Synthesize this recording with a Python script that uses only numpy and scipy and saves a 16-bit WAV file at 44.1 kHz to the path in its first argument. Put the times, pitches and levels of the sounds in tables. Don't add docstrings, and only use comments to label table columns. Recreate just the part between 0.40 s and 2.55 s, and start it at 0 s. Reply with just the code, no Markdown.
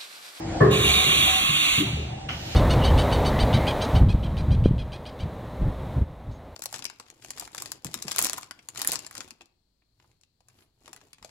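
import sys
import numpy as np
from scipy import signal
from scipy.fft import rfft, irfft, next_fast_len
from scipy.io import wavfile
from scipy.ndimage import uniform_filter1d, map_coordinates

SR = 44100
rng = np.random.default_rng(int(sys.argv[2]) if len(sys.argv) > 2 else 0)


def file_out(sig):
    cols = np.atleast_2d(sig).T
    lim = np.clip(cols, -1, 1)
    pcm = np.round(lim * 32767).astype(np.int16)
    wavfile.write(sys.argv[1], SR, pcm)


N = 94815

# time in seconds, level in dB.
BLAST_LEVEL = [(.298, -68), (.312, -32), (.34, -27.5), (.39, -28), (.45, -23), (.56, -23), (.655, -24.5),
               (.83, -23), (1.05, -25.5), (1.25, -25.5), (1.36, -27), (1.405, -27.5), (1.44, -41),
               (1.5, -66.5), (1.6, -97)]
# frequency in Hz, relative level in dB.
BLAST_HEARD_MID = [(500, -22.5), (900, -22), (1100, -4.5), (1500, -12.5), (2000, -9.5), (2350, -6.5),
                   (2500, -9), (2800, -4), (3000, -7.5), (3350, -2.5), (3530, -5), (3680, -0.5), (4000, -6),
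                   (4250, -12.5), (4600, -18.5), (5000, -48), (5600, -19), (6200, -13), (8100, -14),
                   (8700, -76), (10000, -53), (13000, -31.5), (14500, -11.5), (15600, -40.5)]
BLAST_HEARD_SIDE = [(500, -44.5), (850, -31), (1060, -7), (1450, -22.5), (1970, -28), (2450, -5.5),
                    (3800, -12), (4500, -13.5), (5430, -48), (6100, -18), (8000, -15), (10300, -15),
                    (10800, -8.5), (11700, -18), (13700, -34.5), (15000, -20.5), (15600, -28.5)]
# frequency in Hz, width in Hz, early boost in dB, late boost in dB.
RESONANCES = [(2116, 26, 6, 11.5), (2205, 24, 2.5, 6), (2330, 42, 13.5, 7), (2392, 30, 10.5, 9.5),
              (2563, 23, 10, 8.5), (2646, 18, -1.5, 11), (2751, 25, 3.5, 11.5), (2849, 60, 8.5, 9.5),
              (3246, 32, 4, 12), (3378, 59, 12, 10.5), (3615, 30, 5, 14), (3690, 30, 13, 4.5),
              (3736, 44, 7.5, 6), (4060, 30, 7.5, 8), (4280, 16, 6, 10.5), (4500, 24, 8, 8)]
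# frequency in Hz, ring time in seconds.
ECHO_RING_TIMES = [(800, 0.88), (3000, 1.06), (6000, 1.05), (12000, 0.63)]
# frequency in Hz, gain in dB.
ECHO_TONE = [(900, -1), (2000, 1), (3700, -3.5), (5000, 3), (7000, -3), (12000, -5.5)]
# start in seconds, gain in dB, favoured frequency in Hz,
# drop away from it in dB per octave squared (sign ignored), a factor on the ring times.
BLOWS = [(0.204, -15, 916, -2.5, 0.27), (.208, -10, 400, 0.5, 0.92), (0.386, -11, 77, 12, 0.29),
         (0.644, -27, 80, 1, 0.49), (.72, -30, 84, -0.5, 0.28), (1.091, -23, 150, 29, 0.35),
         (1.378, -11.5, 186, 13.5, 0.22), (1.403, -6, 272, 63, 0.28), (1.452, -22.5, 111, 8, 1),
         (1.53, -11.5, 79, 11.5, 0.16), (1.57, -24.5, 108.5, 2.5, 0.42), (1.66, -24.5, 81, 10.5, 0.38),
         (1.727, -27.5, 80, 5, 0.36), (1.869, -26.5, 96, 3.5, 0.39), (2.06, -26.5, 83.4, 10.5, 0.28)]
# frequency in Hz, relative level in dB, ring time in seconds before a blow's factor.
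BODY_NOTES = [(73.9, -2.5, 3.26), (117.8, 6.5, 0.51), (148.6, 3.5, 0.87), (194.3, -6.5, 1.28),
              (286.3, -6.5, 0.73), (307.2, -9.5, .6), (355.4, -7, 0.77), (387, -0.5, 0.91),
              (426, 0.5, 0.98), (486, -11, 0.44), (619, -10.5, .6), (674, -8, .3), (805, -16.5, 0.37),
              (1069, -10, 1.25), (1134, -6, 0.14), (1254, -19.5, .5), (1570, -15.5, 0.18), (1716, -2, 0.16),
              (1780, -4, 0.23)]
# frequency in Hz, relative level in dB.
RATTLE_TONE = [(40, -32), (120, -5), (170, -10.5), (240, -23.5), (400, -7.5), (620, -20.5), (900, -33),
               (1090, -14), (1400, -29.5), (1780, -18.5), (2200, -39.5), (8000, -60.5), (15000, -60.5)]
# frequency in Hz, ring time in seconds before a blow's factor.
RATTLE_RING_TIMES = [(70, 1.6), (400, 1.19), (2000, 1.25), (10000, 0.93)]
# frequency in Hz, relative level in dB.
CLACK_TONE = [(700, -26.5), (1000, -9), (1350, -1), (1700, -6.5), (2300, -1), (2600, -6), (2950, 1.5),
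              (3300, -6), (3600, -17.5), (6000, -15), (9000, -46), (15000, -44)]
# frequency in Hz, gain of the side in dB.
STEREO_WIDTH = [(60, -43), (110, -49.5), (200, -35.5), (380, -6.5), (700, -6), (1200, 2), (1800, -8),
                (2700, 5.5), (4200, 3.5), (8000, -10), (10000, 23), (15000, 16)]
# start and end in seconds, first and last pitch in Hz, level in dB.
MOTOR_RUNS = [(-.2, .24, 324, 322, -37), (.45, .66, 730, 762, -41), (.85, 1.03, 757, 757, -36),
              (1.05, 1.36, 302, 302, -48), (1.62, 1.97, 735, 800, -50)]
# frequency in Hz, relative level in dB.
HUM_HEARD_MID = [(18, -60.5), (30, 5.5), (150, -3.5), (264, -11), (319, -6.5), (403, -19), (764, -11.5),
                 (1090, -26.5), (1630, -27.5), (8500, -43.5), (11000, -140), (18700, -120)]
HUM_HEARD_SIDE = [(59, -89.5), (100, -59.5), (196, -21.5), (780, -5.5), (1140, -22), (4640, -24),
                  (5040, -24), (8340, -32), (15000, -59.5)]
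# time in seconds, relative level in dB.
HUM_LEVEL = [(0.0, -38.5), (0.18, -33.5), (0.3, -37), (1.21, -44), (2.15, -43.5)]
HISS_LEVEL = [(1.86, -81), (1.92, -49.5), (2.15, -42.5)]
# frequency in Hz, relative level in dB.
HISS_HEARD_MID = [(900, -16.5), (1500, -3.5), (3000, -2), (5900, -7), (7600, -10), (8400, -59),
                  (11900, -44.5), (13700, -10.5), (15500, -41.5)]
HISS_HEARD_SIDE = [(900, -31), (1500, -8), (3100, 0.5), (4600, -3), (9900, -12.5), (14300, -14),
                   (15500, -61)]
# frequency in Hz, gain of left over right in dB.
BALANCE = [(60, -0.5), (150, 0.77), (250, 2.5), (700, 0.2), (1300, -1), (4000, -1.95), (9000, 0)]
# frequency in Hz, level in dB.
FLAT = [(1, 0)]


def air_blast():
    shift_middle_s, shift_length_s = .69, .3
    side_lead_radians, echo_db, echo_boost_share = 1.78, -5, .85
    jet = rushing_noise(FLAT, FLAT, side_db=0, patchy_db=1.5)[0]
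    flutter_db = .6 * wobble(6.86)
    jet *= amp(level_curve(BLAST_LEVEL) + flutter_db)
    tail = fading_noise(FLAT, lambda hz: look_up(ECHO_RING_TIMES, hz))
    tail = np.pad(tail / np.linalg.norm(tail[0]), ((0, 0), (SR // 50, 0)))
    late = np.clip((np.arange(N) / SR - shift_middle_s) / shift_length_s + .5, 0, 1)
    lead = [1, np.exp(1j * side_lead_radians)]
    echo_gain = lambda hz: amp(echo_db + look_up(ECHO_TONE, hz))
    air = np.zeros((2, N))
    for stage, share in enumerate([1 - late, late]):
        air += filtered(share * jet, lambda hz: np.outer(lead, enclosure_boost(hz, stage)))
        echo = signal.fftconvolve(share * jet[None], tail, axes=1)[:, :N]
        air += filtered(echo, lambda hz: echo_gain(hz) * enclosure_boost(hz, stage) ** echo_boost_share)
    heard = lambda hz: amp([look_up(BLAST_HEARD_MID, hz), look_up(BLAST_HEARD_SIDE, hz)])
    mid, side = filtered(air, heard)
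    return np.std(jet) * np.array([normalised(mid), amp(3.5) * normalised(side)])


def enclosure_boost(hz, stage):
    return amp(sum(boosts_db[stage] / (1 + (2 * (hz - centre_hz) / width_hz) ** 2)
                   for centre_hz, width_hz, *boosts_db in RESONANCES))


def thuds():
    rise_s, rattle_db = .003, -9
    out, t = np.zeros((2, N + SR)), np.arange(SR) / SR
    for start_s, gain_db, favoured_hz, drop_db, ring_factor in BLOWS:
        tone_db = lambda hz: -abs(drop_db) * np.log2((hz + 1) / favoured_hz) ** 2
        ring = np.zeros((2, SR))
        for note_hz, note_db, ring_s in BODY_NOTES:
            phase = wandering_phase(t)
            start_db = note_db + tone_db(note_hz) + rng.normal(0, 1)
            fade_db = 60 * t / (ring_s * ring_factor)
            ring += amp(start_db - fade_db) * np.sin(2 * np.pi * note_hz * t + phase)
        rattle = fading_noise(RATTLE_TONE, lambda hz: ring_factor * look_up(RATTLE_RING_TIMES, hz))
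        rattle = filtered(rattle, lambda hz: amp(rattle_db + tone_db(hz)))[:, :SR]
        rise = 1 - np.exp(-t / rise_s)
        out[:, round(start_s * SR):][:, :SR] += amp(gain_db) * (ring / 2 + rattle) * rise
    return spread(out[:, :N])


def arm_clack():
    start_s, level_db, rise_s, ring_s = 1.887, -34.5, .0007, .39
    out, t = np.zeros((2, N + SR)), np.arange(SR) / SR
    knock = fading_noise(CLACK_TONE, lambda hz: np.full_like(hz, ring_s))
    rise = 1 - np.exp(-t / rise_s)
    out[:, round(start_s * SR):][:, :SR] = amp(level_db) * knock * rise
    return spread(out[:, :N])


def motors():
    waver_hz, waver_db = 3, 1.5
    out, t = np.zeros((2, N)), np.arange(N) / SR
    for start_s, end_s, first_hz, last_hz, level_db in MOTOR_RUNS:
        progress = np.clip((t - start_s) / (end_s - start_s), 0, 1)
        pitch_hz = first_hz + (last_hz - first_hz) * progress + waver_hz * wobble(17)
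        phase = 2 * np.pi * np.cumsum(pitch_hz) / SR
        swell = np.clip(2 * np.sin(np.pi * progress), 0, 1)
        peak = np.sqrt(2) * amp(level_db + waver_db * wobble(25.14))
        out += peak * swell * [np.sin(phase), np.cos(phase)]
    return spread(out)


def warehouse_hum():
    lift_db = 8
    hum = rushing_noise(HUM_HEARD_MID, HUM_HEARD_SIDE, side_db=-10, patchy_db=2.5)
    return amp(level_curve(HUM_LEVEL) + lift_db) * hum


def closing_hiss():
    hiss = rushing_noise(HISS_HEARD_MID, HISS_HEARD_SIDE, side_db=4, patchy_db=1)
    return amp(level_curve(HISS_LEVEL)) * hiss


def rushing_noise(mid_tone, side_tone, side_db, patchy_db):
    bands = signal.stft(rng.standard_normal((2, N + 512)), nperseg=512)[2]
    patches = uniform_filter1d(rng.standard_normal(bands.shape), size=6, axis=1)
    patches = uniform_filter1d(patches, size=8, axis=2)
    noise = signal.istft(bands * amp(patchy_db * normalised(patches)), nperseg=512)[1][:, :N]
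    mid, side = filtered(noise, lambda hz: amp([look_up(mid_tone, hz), look_up(side_tone, hz)]))
    return np.array([normalised(mid), amp(side_db) * normalised(side)])


def fading_noise(tone, ring_time):
    hz, t, bands = signal.stft(rng.standard_normal((2, SR)), SR, nperseg=1024)
    level_db = look_up(tone, hz)[:, None] - 60 * t / ring_time(hz)[:, None]
    noise = signal.istft(bands * amp(level_db), SR, nperseg=1024)[1][:, :SR]
    return noise / np.sqrt(np.mean(noise[:, :SR // 50] ** 2))


def wandering_phase(t, blur=1.05):
    walks = np.cumsum(rng.standard_normal((2, 64)), axis=1) * blur / np.sqrt(2 * np.pi)
    drift = np.array([np.interp(t, np.arange(64) / 63, walk) for walk in walks])
    return drift + rng.uniform(0, 1, (2, 1)) * [[1], [2 * np.pi]]


def spread(pair):
    return filtered(pair, lambda hz: [np.ones_like(hz), amp(look_up(STEREO_WIDTH, hz))])


def filtered(x, response):
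    size = next_fast_len(N + SR // 2)
    return irfft(rfft(x, size) * response(np.fft.rfftfreq(size, 1 / SR)), size)[..., :N]


def wobble(rate):
    values = rng.standard_normal(int(N * rate / SR) + 4)
    return map_coordinates(values, [np.arange(N) * rate / SR])


def level_curve(rows):
    times, levels = np.transpose(rows)
    return np.interp(np.arange(N) / SR, times, levels, left=-120)


def look_up(rows, hz):
    frequencies, values = np.transpose(rows)
    return np.interp(np.log(hz + 1), np.log(frequencies + 1), values)


def normalised(x):
    return x / np.sqrt(np.mean(x ** 2) + 1e-20)


def amp(db):
    return 10 ** (np.asarray(db) / 20)


def scene():
    mid, side = air_blast() + thuds() + arm_clack() + motors() + warehouse_hum() + closing_hiss()
    return np.array([mid + side, mid - side])


def record(dry):
    low_cut_hz, top_hz = 52, 15700
    balance = lambda hz: amp(np.outer([.5, -.5], look_up(BALANCE, hz)))
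    bass_cut = lambda hz: (1j * hz / (low_cut_hz + 1j * hz)) ** 3
    return filtered(dry, lambda hz: balance(hz) * bass_cut(hz) * (hz < top_hz))


dry = scene()
out = record(dry)
file_out(out)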